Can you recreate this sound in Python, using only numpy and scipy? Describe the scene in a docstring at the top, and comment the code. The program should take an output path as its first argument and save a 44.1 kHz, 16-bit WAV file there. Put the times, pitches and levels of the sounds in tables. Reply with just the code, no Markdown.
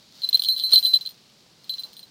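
"""A hawk shifts its feet on its prey in dry leaves, wearing a small slit bell on its leg.
Shaped noise gives the wood's faint, steady hiss; shaped clicks and noise make the leaves rustle with motion.
From 0.2 s the bell jingles: each pellet knock restarts three pairs of beating shell modes, often choked
by the leg and strap. A filtered push and noise make a foot's soft thud at 0.74 s, and later, far fainter,
a leaf's snap and a scuff. After 1.1 s the bell falls almost silent, then stirs more weakly from about 1.6 s."""
import sys
import numpy as np
from scipy import signal
from scipy.fft import rfft, irfft
from scipy.io import wavfile

SR = 44100
rng = np.random.default_rng(int(sys.argv[2]) if len(sys.argv) > 2 else 0)


def digitize_waveform(pressure):
    """Quantize a signal to 16-bit integers and store it at the path in sys.argv[1].

    Rows of a 2-D input are taken as channels; values are limited to [-1, 1].
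    """
    field = np.atleast_2d(pressure).T
    bounded = np.clip(field, -1, 1)
    quanta = np.round(bounded * 32767).astype(np.int16)
    wavfile.write(sys.argv[1], SR, quanta)


N = 92610

# Background spectrum of the wood. Each row: frequency in Hz, relative level per Hz in dB.
AIR_SPECTRUM = [(30, -24.5), (160, -1.5), (330, -9), (1700, -18.5), (4500, -12.5), (16000, -37)]
AIR_DB = -58

# How strongly the bird moves. Each row: time in seconds, level in dB, joined by straight lines.
MOTION_LEVELS = [(0.109, -16.5), (.19, -8.5), (.43, -4.5), (0.69, -9.5), (0.716, 3.5), (0.821, -3),
                 (1.029, -8.5), (1.17, -17.5), (1.56, -21.5), (1.782, -8), (2.1, -19)]

# Spectrum of the leaf rustle. Each row: frequency in Hz, relative level per Hz in dB.
LEAF_SPECTRUM = [(100, -25), (500, -8), (2300, -10), (4300, 7), (9000, -15.5)]
LEAVES_DB, CRACKLES_PER_S = -41.5, 900  # the level is the rms at 0 dB of motion

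# Pellet strikes on the shell. Each row: start in seconds, main mode level in dB, its upper twin's level in dB,
# overtone level in dB, knock level in dB, extra damping by the leg in dB/s (negative counts as none).
PELLET_STRIKES = [(0.2188, -36, -29.5, -51, -34, 633), (0.234, -19, -27, -49, -40, -2),
                  (0.243, -15.5, -56, -39.5, -38, 216), (0.251, -27, -46, -49, -35, 299),
                  (0.2887, -12.5, -32, -27.5, -32.5, 1995), (0.3285, -12.5, -23, -46, -25.5, 5.5),
                  (0.335, -33, -30, -36.5, -32, 31), (0.344, -6.5, -16, -29, -36, 305),
                  (0.3515, -8.5, -17, -28.5, -35, 659), (0.3575, -14, -37, -37, -25.5, 2489.5),
                  (0.394, -13, -19, -29, -30, 1397), (0.42, -16.5, -38, -27, -20, 2501),
                  (0.4364, -20.5, -40, -29, -20.5, 2503), (0.4467, -24, -44, -36, -19.5, 294),
                  (0.4556, -30.5, -21, -37.5, -26, -3.5), (0.4849, -12, -20.5, -26.5, -22, 58),
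                  (0.5235, -46, -15.5, -32.5, -58, 1299.5), (0.5338, -23, -25.5, -36, -49, 501),
                  (0.563, -20.5, -47, -37.5, -32, 398), (0.5977, -24, -28, -38, -25.5, -4),
                  (0.6235, -29, -55, -38, -30, -2), (0.6357, -16.5, -20, -30.5, -49, 59.5),
                  (0.7231, -9.5, -34, -38, -29, 5), (0.7331, -47, -4, -16.5, -18, 501),
                  (0.7436, -11.5, -49, -21, -25, -6), (0.7582, -6, -14, -29.5, -14.5, 312.5),
                  (0.779, -6.5, -24, -26.5, -22.5, 1001), (0.7868, -21, -19.5, -27.5, -26.5, 636),
                  (0.827, -19.5, -40, -38, -29.5, 3), (0.8372, -20.5, -41, -30.5, -30, 5.5),
                  (0.8492, -9.5, -25, -34.5, -32, -3), (0.8566, -17, -35, -30, -22, 204),
                  (0.8647, -15, -28, -27, -24, 7), (0.9344, -12.5, -27, -33, -37, 5),
                  (0.9383, -5, -47, -34, -23, -7), (0.947, -15, -42, -30, -22, 397.5),
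                  (0.9569, -12, -46, -35, -24, 27), (0.968, -15.5, -44, -39.5, -32, 1291),
                  (1.0104, -27, -49, -45.5, -35, 520), (1.0523, -28.5, -41, -62, -43, 1299),
                  (1.0605, -20, -41, -39.5, -31.5, 2009), (1.0714, -22, -34, -48, -33, 1309.5),
                  (1.6942, -20.5, -30, -40.5, -24, 403), (1.7213, -29, -39, -52, -40, 100),
                  (1.738, -26, -31, -46, -33, 654), (1.782, -28.5, -52, -65, -39, -2),
                  (1.793, -25.5, -44, -38.5, -37, 650), (1.8348, -27.5, -37, -44, -37.5, 540),
                  (1.967, -40, -55, -45.5, -38, 505), (2.0288, -36.5, -58, -50, -46, 682)]
MAIN_HZ, TWIN_HZ, RING_LOSS_DB_PER_S = 4044.3, 4249, 193

# Two pairs of higher shell modes. Each row: frequency in Hz, level in dB relative to the strike's overtones.
OVERTONE_MODES = [(8778, -9), (9165, -9.5), (14155, -3), (14700, -6.5)]
OVERTONE_LOSS_DB_PER_S, OVERTONE_DAMPED_SHARE = 322, 0.47
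PAIR_CONTRAST = 0.85  # how far the place of impact favours one overtone of a pair
STIFFENING = 0.027  # a pressed shell rings sharp: Hz per dB/s of damping
CHOKE_DB = 14  # the leg presses ever harder: its damping reaches its mean rate after this drop
CONTACT_S, PHASE_KICK_RAD, DETUNE_SHARE = 0.00069, 0.761, 0.000852

# Light grazes that add to the ring without restarting it. Each row: time in seconds, level in dB.
PELLET_GRAZES = [(0.3724, -29), (0.58, -32), (0.591, -32), (0.6655, -35.5), (0.6935, -33.5),
                 (0.7072, -35.5), (0.7181, -28), (0.7494, -22.5), (1.091, -39), (1.108, -44),
                 (1.643, -48.5), (1.703, -35.5), (1.931, -46), (1.993, -39.5)]
GRAZE_HZ, GRAZE_T60_S = 4190, 0.068  # the touched shell rings sharp and briefly
GRAZE_MAIN_DB, GRAZE_OVERTONE_DB = 2, -4
RATTLE_PER_S, RATTLE_DB = 200, -47  # light touches of the rolling pellet

# Short-lived resonances of the knock. 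Each row: frequency in Hz, level in dB, 60 dB decay time in seconds.
KNOCK_MODES = [(3070, -1, 0.012), (3316, 4, 0.007), (3750, 2.5, 0.0079), (4495, -0.5, 0.0078)]
TICK_DB, TICK_S, KNOCK_LOW_HZ = -8.5, 0.0014, 2840
BOUNCE_S, BOUNCE_DB = 0.0056, -8  # the pellet touches again after each strike
ROLL_AT_S, ROLL_WIDTH_S = 0.605, 0.02  # the pellet tumbles briefly round the shell
ROLL_PER_S, ROLL_DB = 350, -33.5

# A foot's thud, a leaf's snap and a scuff. Each row: start in seconds, noise level in dB, fading time in seconds.
GROUND_CONTACTS = [(0.7357, -44, 0.0058), (1.464, -63, 0.0077), (1.846, -56, 0.051)]
PUSH_S, PAD_S, PUSH_LOW_HZ = 1.68, 0.00021, 70  # push = level x PUSH_S / fading time, rounded over PAD_S
NOISE_LOW_HZ, NOISE_HIGH_HZ = 295, 930

CUTOFF_HZ = 15900


def from_db(db):
    """Logarithmic level: 20 dB is a tenfold amplitude."""
    return 10 ** (np.asarray(db) / 20)


def clicks(s, gain):
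    """Impulsive excitation: single samples at the given times."""
    out = np.zeros(N)
    out[(s * SR).astype(int)] = gain
    return out


def lag(x, seconds):
    """First-order relaxation: the output approaches its input exponentially."""
    r = np.exp(-1 / (seconds * SR))
    return signal.lfilter([1 - r], [1, -r], x + 1e-18)


def bursts(hits, seconds):
    """Exponential decay: each impulse releases a dying puff of noise."""
    envelope = lag(hits, seconds) * seconds * SR
    return envelope * rng.standard_normal(N)


def ring(hits, hz, t60):
    """Damped resonance: a unit click starts a decaying sine of initial height 1."""
    r = from_db(-60 / (t60 * SR))
    w = 2 * np.pi * hz / SR
    return signal.lfilter([0, np.sin(w)], [1, -2 * r * np.cos(w), r * r], hits + 1e-18)


def coloured(x, spectrum):
    """Spectral shaping: frequencies are weighted along the given curve, and the rms becomes 1."""
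    hz, db = np.transpose(spectrum)
    f = np.maximum(np.arange(N // 2 + 1) * SR / N, 1)
    gain = from_db(np.interp(np.log(f), np.log(hz), db))
    y = irfft(rfft(x) * gain, N)
    return y / y.std()


def grains(per_s, spread_db):
    """Random impulse process: independent clicks of uneven size and sign."""
    sizes = from_db(spread_db * np.minimum(rng.exponential(1, N), 4))
    present = rng.random(N) < per_s / SR
    return present * sizes * rng.choice([-1, 1], N)


def air():
    """Stationary noise: the wood hisses faintly with a fixed spectrum."""
    return from_db(AIR_DB) * coloured(rng.standard_normal(N), AIR_SPECTRUM)


def leaves(motion):
    """Friction and fracture noise: dry leaves and feathers crackle as the bird moves."""
    crackle = grains(CRACKLES_PER_S, spread_db=5)
    rustle = crackle + 0.52 * rng.standard_normal(N)
    return from_db(LEAVES_DB) * motion * coloured(rustle, LEAF_SPECTRUM)


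def touches(motion):
    """Light contact excitation: single grazes, and a faint rattle that sinks as the bird keeps still."""
    s, db = np.transpose(PELLET_GRAZES)
    rattle = np.minimum(motion ** 2, 1) * grains(RATTLE_PER_S, spread_db=2.0)
    return clicks(s, from_db(db)) + from_db(RATTLE_DB) * rattle


def shell_mode(hz, level_db, loss, damping):
    """Modal decay: each strike resets a mode's level and nudges phase and pitch; it dies freely or choked."""
    s, t = np.array(PELLET_STRIKES)[:, 0], np.arange(N) / SR
    last = np.maximum(np.searchsorted(s, t) - 1, 0)  # index of the latest strike
    age = np.maximum(t - s[last], 0)
    choke_db = (damping[last] * age) ** 2 / CHOKE_DB
    level = (t > s[0]) * from_db(level_db[last] - loss * age - choke_db)
    kick, detune = rng.standard_normal((len(s), 2)).T
    phase = np.cumsum(kick * PHASE_KICK_RAD * hz / MAIN_HZ)
    swing = lag(level * np.exp(1j * phase[last]), CONTACT_S)  # contact takes a short time
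    pitch = hz * (1 + DETUNE_SHARE * detune) + STIFFENING * damping
    return np.real(swing * np.exp(2j * np.pi * np.cumsum(pitch[last]) / SR))


def bell(light):
    """Modal superposition: close pairs beat, strike place favours one of an overtone pair, grazes add ring."""
    s, main_db, twin_db, over_db, _, damping = np.transpose(PELLET_STRIKES)
    damping = np.maximum(damping, 0)
    out = shell_mode(MAIN_HZ, main_db, RING_LOSS_DB_PER_S, damping)
    out += shell_mode(TWIN_HZ, twin_db, RING_LOSS_DB_PER_S, damping)
    out += ring(light * from_db(GRAZE_MAIN_DB), GRAZE_HZ, GRAZE_T60_S)
    place = rng.uniform(0, 2 * np.pi, (len(s), 2))  # one angle per strike and overtone pair
    for k, (hz, db) in enumerate(OVERTONE_MODES):
        share = 1 + (-1) ** k * PAIR_CONTRAST * np.cos(place[:, k // 2])  # power share
        mode_db = over_db + db + 10 * np.log10(share)
        out += shell_mode(hz, mode_db, OVERTONE_LOSS_DB_PER_S, OVERTONE_DAMPED_SHARE * damping)
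        graze = light * from_db(db + GRAZE_OVERTONE_DB) * rng.standard_normal(N)
        out += ring(graze, hz, GRAZE_T60_S)
    return out


def pellet(light):
    """Impact radiation: contacts knock and tick, rolling and bounces only knock; a small shell lacks lows."""
    s, _, _, _, knock_db, _ = np.transpose(PELLET_STRIKES)
    hits = clicks(s, from_db(knock_db)) + light
    ticks = from_db(TICK_DB) * bursts(np.abs(hits), TICK_S)
    rolling = np.exp(-((np.arange(N) / SR - ROLL_AT_S) / ROLL_WIDTH_S) ** 2)
    hits += from_db(ROLL_DB) * rolling * grains(ROLL_PER_S, spread_db=4)
    bounce_at = s + BOUNCE_S * rng.uniform(0.41, 1.4, len(s))
    hits += clicks(bounce_at, from_db(knock_db + BOUNCE_DB))
    knocks = np.zeros(N)
    for k, (hz, db, t60) in enumerate(KNOCK_MODES):
        knocks += (-1) ** k * ring(hits * from_db(db), hz, t60)  # neighbours have opposite sign
    low_cut = signal.butter(6, KNOCK_LOW_HZ, "high", fs=SR, output="sos")
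    return signal.sosfilt(low_cut, knocks + ticks)


def ground_contacts():
    """Impulse and friction: thud, snap and scuff each join a push, harder the quicker it stops, to noise."""
    s, db, fade = np.transpose(GROUND_CONTACTS)
    push = lag(lag(clicks(s, from_db(db) * PUSH_S / fade), PAD_S), PAD_S)
    low_cut = signal.butter(1, PUSH_LOW_HZ, "high", fs=SR, output="sos")
    push = -signal.sosfilt(low_cut, push)
    noise = sum(bursts(clicks(at, from_db(level)), time) for at, level, time in np.array(GROUND_CONTACTS))
    band = signal.butter(2, [NOISE_LOW_HZ, NOISE_HIGH_HZ], "band", fs=SR, output="sos")
    noise = signal.sosfilt(band, noise) * np.sqrt(SR / NOISE_HIGH_HZ)  # offsets the band's loss of power
    return noise + push


def scene():
    """Linear superposition: bell, leaves and ground contacts close by add to the quiet air."""
    motion = from_db(np.interp(np.arange(N) / SR, *np.transpose(MOTION_LEVELS)))
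    light = touches(motion)
    return (air() + leaves(motion) + bell(light) + pellet(light) + ground_contacts())[None]


def record(dry):
    """Band limitation: an elliptic low-pass cuts the top steeply."""
    low_pass = signal.ellip(10, 0.2, 80, CUTOFF_HZ, fs=SR, output="sos")
    return signal.sosfilt(low_pass, dry)


dry = scene()
out = record(dry)
digitize_waveform(out)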